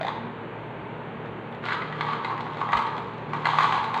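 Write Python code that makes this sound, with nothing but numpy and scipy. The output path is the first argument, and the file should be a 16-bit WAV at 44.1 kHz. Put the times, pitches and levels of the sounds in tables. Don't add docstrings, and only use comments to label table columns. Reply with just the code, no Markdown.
import sys
import numpy as np
from scipy import signal
from scipy.fft import rfft, irfft
from scipy.io import wavfile

SR = 44100
rng = np.random.default_rng(int(sys.argv[2]) if len(sys.argv) > 2 else 0)


def persist_wave(psi):
    counts = np.round(np.clip(psi, -1, 1) * 32767).astype(np.int16)
    wavfile.write(sys.argv[1], SR, np.atleast_2d(counts).T)


N = 176400
TIME = np.arange(N) / SR


def amp(db):
    return 10 ** (np.asarray(db) / 20)


def unit(x):
    return x / np.sqrt(np.mean(x ** 2) + 1e-20)


def unit_hit(x):
    return x / np.sqrt(np.sum(x ** 2) / (.01 * SR))


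def at_pitch(points, hz):
    table_hz, value = np.transpose(points)
    return np.interp(np.log(hz + 1), np.log(table_hz + 1), value)


def curve(points):
    return amp(np.interp(TIME, *np.transpose(points)))


def add(mix, s, sound):
    part = mix[max(round(s * SR), 0):][:len(sound)]
    part += sound[:len(part)]


def through(x, response):
    return signal.oaconvolve(x, response)[:N]


def click(tone, size=4096):
    hz = abs(np.fft.fftfreq(size, 1 / SR))
    log_gain = np.log(amp(at_pitch(tone, hz)))
    spectrum = np.exp(np.conj(signal.hilbert(log_gain)))
    return np.fft.ifft(spectrum).real[:size // 2]


def ring(notes, length_s):
    t = np.arange(int(length_s * SR)) / SR
    return sum(amp(db - 60 * t / t60) * np.sin(2 * np.pi * hz * t) for hz, db, t60 in notes)


def waver(fastest_hz=6, count=16):
    t = TIME[::256]
    rates = np.geomspace(fastest_hz / 10, fastest_hz, count)
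    wobble = sum(np.sin(2 * np.pi * (hz * t + rng.random())) for hz in rates)
    return np.interp(TIME, t, unit(wobble))


# (frequency [Hz], relative level [dB])
FAN_RUSH = [(20,-27.5),(40,-24),(55,-18.5),(68,-7.5),(88,-18),(125,0.5),(180,-0.5),(260,-3),(340,-1.5),(430,1),(600,-5.5),(750,-6),(880,-1.5),(1050,-6),(1350,-11),(1550,-10),(1900,-14),(2300,-15.5),(3000,-21),(3700,-28),(4400,-37.5),(5200,-56.5),(6100,-52.5),(7600,-53.5),(8600,-60),(15500,-68)]
# (pitch [Hz], level [dB], wobble in level [dB])
FAN_HUM = [(114.4,-47.5,0.5),(152.3,-49,0),(183.2,-53,-0.5),(231.8,-49,2.5),(459,-52,4)]
def fan(rush_db=-37, swell_times_s=(2, 3.38, 3.62), swell_s=.13, swell_db=-42.5, drift_turns=.12):
    rush_tone = amp(at_pitch(FAN_RUSH, np.fft.rfftfreq(N, 1 / SR)))
    out = amp(rush_db) * unit(irfft(rfft(rng.standard_normal(N)) * rush_tone, N))
    swells = sum(np.exp(-((TIME - s) / swell_s) ** 2) for s in swell_times_s)
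    for k, (hz, db, wobble_db) in enumerate(FAN_HUM):
        turns = hz * TIME + drift_turns * waver()
        level = amp(db) * unit(amp(wobble_db * waver()))
        if k == 1:
            level += amp(swell_db) * swells
        out += level * unit(np.sin(2 * np.pi * turns))
    return out


# (frequency [Hz], fade time [s], relative level [dB])
ROOM_TAIL = [(200,0.55,-5.5),(650,0.84,-4),(990,0.54,4),(1700,0.78,-3.5),(3920,0.71,-0.5),(8000,0.44,1),(15000,0.6,4.5)]
def tail(build_s=.0069):
    hz, t, noise = signal.stft(rng.standard_normal(SR), SR, nperseg=256)
    t60, db = (at_pitch(np.array(ROOM_TAIL)[:, [0, k]], hz)[:, None] for k in (1, 2))
    out = signal.istft(noise * amp(db - 60 * t / t60), SR, nperseg=256)[1][:SR]
    out *= 1 - np.exp(-TIME[:SR] / build_s)
    return out / np.linalg.norm(out)


# (delay [s], gain [ratio])
NEAR_ECHOES = [(.0034,0.1),(.0078,0.27),(0.0125,.2),(0.0193,0.16)]
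ROOM_NOTES = [835, 884, 945, 990, 1045, 1110, 1163, 1254, 1298, 1457, 1569]
# (relative level [dB], fade time [s])
ROOM_NOTE_FADES = [(-0.5,0.19),(-2,1),(5.5,0.56),(-0.5,0.98),(-3,0.44),(-4.5,0.26),(-5.5,0.71),(5,0.42),(0,0.93),(-2,0.23),(-5,0.31)]
def room(x, tails=4, cycle_s=.16, notes_db=-16.5):
    out = x.copy()
    for s, gain in NEAR_ECHOES:
        add(out, s, gain * x)
    for k in range(tails):
        place = (tails * TIME / cycle_s - k) % tails
        share = np.sin(np.pi / 2 * np.minimum(place, 2))
        out += through(x * share, tail())
    notes = ring([(hz, *fade) for hz, fade in zip(ROOM_NOTES, ROOM_NOTE_FADES)], length_s=1)
    return out + through(x, amp(notes_db) * notes / np.linalg.norm(notes))


# (centre [Hz], width [Hz], starting level [dB])
SQUEAK_BANDS = [(9120,400,-75),(14550,800,-74)]
def squeak(start_s=1.516, fade_s=.05):
    hz, out = np.fft.rfftfreq(N, 1 / SR), np.zeros(N)
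    for centre_hz, width_hz, db in SQUEAK_BANDS:
        peak = 1 / (1 + (2 * (hz - centre_hz) / width_hz) ** 2)
        hiss = unit(irfft(rfft(rng.standard_normal(N)) * peak, N))
        add(out, start_s, hiss * amp(db - 60 * TIME / fade_s))
    return out


def bump(start_s=2.74, length_s=.054, hz=66, db=-39):
    t, out = np.arange(0, length_s, 1 / SR), np.zeros(N)
    swell = np.sin(np.pi * t / length_s)
    add(out, start_s, amp(db) * swell * np.sin(2 * np.pi * hz * t))
    return out


def contact(tone, size=500, rise_s=.00053, decay_s=.0028):
    t = np.arange(size) / SR
    chatter = rng.standard_normal(size) * (1 - np.exp(-t / rise_s)) * np.exp(-t / decay_s)
    return unit_hit(np.convolve(chatter, click(tone)))


# (frequency [Hz], relative level [dB])
CRACKLE_TONE = [(300,-21),(1300,0),(1850,10.5),(2800,-8.5),(3550,3.5),(3950,-4.5),(4500,-13),(5500,-27),(6100,-25.5),(7300,-29),(9500,-44),(15500,-44.5)]
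# (time [s], relative pop level [dB], pop pitch [Hz], relative crackle level [dB])
SNAPS = [(.011,-21,673,-26.5),(.030,-26,720,-27),(.048,-21.5,780,-33),(0.067,-26,1045,-26),(.081,-23,890,-25),(0.09,-25,1100,-43),(1.258,-50,815,-39),(1.525,-52,855,-44),(1.548,-42,880,-39.5)]
def seal(gain_db=-8, pop_fade_s=.03, pop_band_hz=(450, 2000)):
    out = np.zeros(N)
    soften = signal.butter(2, pop_band_hz, "band", fs=SR, output="sos")
    for s, pop_db, hz, crackle_db in SNAPS:
        pop = signal.sosfilt(soften, ring([(hz, 0, pop_fade_s)], length_s=.054))
        add(out, s, amp(pop_db) * unit_hit(pop))
        add(out, s, amp(crackle_db) * contact(CRACKLE_TONE))
    return amp(gain_db) * out


def struck(notes, spread_db=4.5, detune=.026, band_hz=(720, 2900)):
    chance = rng.uniform(-1.7, 1.7, (len(notes), 2))
    varied = [(hz * (1 + detune * higher), db + spread_db * louder, t60)
              for (hz, db, t60), (higher, louder) in zip(notes, chance)]
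    band = signal.butter(3, band_hz, "band", fs=SR, output="sos")
    return unit_hit(signal.sosfilt(band, ring(varied, length_s=.06)))


# (base pitch [Hz], relative level [dB], fade time [s])
AIR_NOTES = [(893,-5,0.063),(970.5,-1,0.051),(1130,11,0.027)]
# (time [s], pitch [ratio])
AIR_PITCH = [(1.7,1.02),(2.05,1.015),(2.35,0.95),(2.75,1.01),(3.45,.965),(3.65,0.973),(3.95,0.96)]
def hollow_knock(s):
    ratio = np.interp(s, *np.transpose(AIR_PITCH))
    return struck([(hz * ratio, db, t60) for hz, db, t60 in AIR_NOTES])


def bottle_air(pushes, block=882):
    out = np.zeros(N)
    for i in range(0, N, block):
        add(out, i / SR, signal.fftconvolve(pushes[i:i + block], hollow_knock(i / SR)))
    return out


# (base pitch [Hz], relative level [dB], fade time [s])
WALL_NOTES = [(1430,4,0.017),(1602,5.5,0.017),(1976,2.5,0.027),(2153,-7,0.018)]
def wall_ring(typical_bounce_s=.00217, bounce_db=-.5):
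    out = struck(WALL_NOTES)
    add(out, typical_bounce_s * (.5 + rng.random()), amp(bounce_db) * struck(WALL_NOTES))
    return unit_hit(out)


# (frequency [Hz], relative level [dB])
CLACK_TONE = [(200,-35),(700,-18.5),(1500,-7),(2300,0.5),(2700,-0.5),(3200,4.5),(3700,2),(4200,-1.5),(4700,-10),(5500,-21.5),(6300,-18),(7500,-21.5),(9500,-36.5),(13000,-41),(15500,-34.5)]
def clack(size=500):
    return contact(CLACK_TONE, size)


# (time [s], boost or cut [dB])
CLACK_TREBLE = [(1.7,-4),(2.05,-4),(2.7,0),(3.4,-1),(3.6,1),(4,1)]
def shape_treble(clacks, above_hz=4900):
    highs = signal.sosfiltfilt(signal.butter(4, above_hz, "high", fs=SR, output="sos"), clacks)
    return clacks + (curve(CLACK_TREBLE) - 1) * highs


# (time [s], relative level [dB])
TUMBLE_EFFORT = [(1.635,-43),(1.66,-43),(1.73,-33),(1.78,-50),(1.88,-43.5),(1.99,-39),(2.13,-28.5),(2.19,-37.5),(2.31,-29),(2.44,-37.5),(2.56,-32.5),(2.64,-33),(2.71,-30),(2.79,-29),(2.88,-31.5),(3.04,-41),(3.28,-45),(3.34,-30),(3.44,-33),(3.48,-27.5),(3.56,-25.5),(3.63,-21.5),(3.69,-30.5),(3.75,-25.5),(3.81,-29),(3.91,-33),(3.96,-24),(4,-25.5)]
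# (time [s], boost or cut [dB])
TUMBLE_BRIGHTNESS = [(1.68,10),(1.85,2.5),(2.05,1.5),(2.35,-14.5),(2.55,-6),(2.8,-10),(3.4,-5.5),(3.65,0.5),(4,-13.5)]
def tumble(start_s=1.6, rise_s=.05, hits_per_s=900, spread_db=4, wall_db=-4, clack_db=-10, gain_db=-6):
    walls, clacks, pushes = np.zeros((3, N))
    effort = curve(TUMBLE_EFFORT) * np.clip((TIME - start_s) / rise_s, 0, 1) ** 2
    brightness = curve(TUMBLE_BRIGHTNESS)
    groups = 12
    for _ in range(groups):
        is_hit = rng.random(N) < hits_per_s / groups / SR
        strength = amp(spread_db * np.minimum(rng.exponential(1, N), 2.5))
        hits = effort * unit(is_hit * strength) / np.sqrt(groups * .01 * SR)
        pushes += hits
        walls += through(hits * brightness, amp(wall_db) * struck(WALL_NOTES))
        clacks += through(hits * brightness, amp(clack_db) * clack())
    return amp(gain_db) * (walls + bottle_air(pushes) + shape_treble(clacks))


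def ticks(start_s=1.65, count=120, per_s=45, gain_db=-31.5, spread_db=3, follow=.74):
    out = np.zeros(N)
    for k in range(count):
        s = start_s + (k + rng.random()) / per_s
        add(out, s, amp(gain_db + spread_db * rng.uniform(-2.4, 1.6)) * clack(size=90))
    return shape_treble(out * curve(TUMBLE_EFFORT) ** follow)


# (time [s], hollow knock [dB], wall ring [dB], clack [dB])
CANDY_STRIKES = [(1.639, -51, -37, -48), (1.654, -45, -42, -40.5), (1.661, -47, -31.5, -45),
                 (1.686, -29, -29.5, -43), (1.706, -35, -29, -44), (1.722, -35.5, -24, -44),
                 (1.731, -36, -50, -38), (1.744, -27, -51, -47), (1.82, -56, -34, -45.5),
                 (1.925, -39, -34, -47.5), (2.009, -22.5, -29.5, -35.5), (2.03, -33, -56, -54),
                 (2.087, -25, -39, -48), (2.123, -30, -43, -57), (2.133, -26.5, -35, -43.5),
                 (2.247, -31.5, -31, -39), (2.305, -35, -37.5, -58), (2.378, -36, -39, -53),
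                 (2.406, -30.5, -45, -45.5), (2.466, -35, -40, -57), (2.571, -42, -41.5, -50),
                 (2.605, -37, -48, -48), (2.615, -19, -36, -47.5), (2.69, -28.5, -38, -54),
                 (2.721, -36, -36, -45), (2.7298, -24, -25, -47), (2.7327, -13, -46, -36),
                 (2.769, -34, -42, -38.5), (2.772, -29, -33, -37), (2.79, -20, -37.5, -45),
                 (2.82, -32, -42, -52), (2.868, -35, -39, -46.5), (2.966, -40, -49, -48.5),
                 (2.979, -31.5, -39, -46), (3.334, -24, -35, -44.5), (3.4551, -22.5, -21, -34.5),
                 (3.4697, -18.5, -42, -37.5), (3.488, -23.5, -34, -41), (3.503, -27, -45, -38),
                 (3.534, -19.5, -52, -46), (3.574, -28, -44, -47), (3.586, -13.5, -27, -31.5),
                 (3.605, -18.5, -31, -44.5), (3.611, -24, -38, -46), (3.632, -24, -46, -35),
                 (3.642, -15.5, -43, -47.5), (3.653, -24, -38, -43.5), (3.724, -19, -30, -36),
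                 (3.742, -24.5, -44, -45), (3.756, -30, -36, -44), (3.778, -23, -46, -48),
                 (3.842, -28, -33.5, -41), (3.942, -25, -32, -39), (3.976, -40, -41, -43.5)]
def strikes(knock_gain_db=-4.5, hit_gain_db=.5, neighbours=3, jostle_s=.01, jostle_db=-13.5):
    body, clacks = np.zeros((2, N))
    for s, knock_db, wall_db, clack_db in CANDY_STRIKES:
        wall_gain, clack_gain = amp(hit_gain_db + wall_db), amp(hit_gain_db + clack_db)
        add(body, s, amp(knock_gain_db + knock_db) * hollow_knock(s))
        add(body, s, wall_gain * wall_ring())
        add(clacks, s, clack_gain * clack())
        scatter = (np.arange(neighbours) + rng.random(neighbours)) / neighbours
        for offset_s in jostle_s * (2 * scatter - 1):
            add(body, s + offset_s, amp(jostle_db) * wall_gain * struck(WALL_NOTES))
            add(clacks, s + offset_s, amp(jostle_db) * clack_gain * clack())
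    return body + shape_treble(clacks)


def scene():
    bottle = strikes() + tumble() + ticks() + seal() + squeak()
    return (room(bottle) + bump() + fan())[None]


def record(dry, top_hz=15600):
    low_pass = signal.firwin(511, top_hz, window=("kaiser", 9), fs=SR)
    return signal.oaconvolve(dry, low_pass[None], "same")


dry = scene()
out = record(dry)
persist_wave(out)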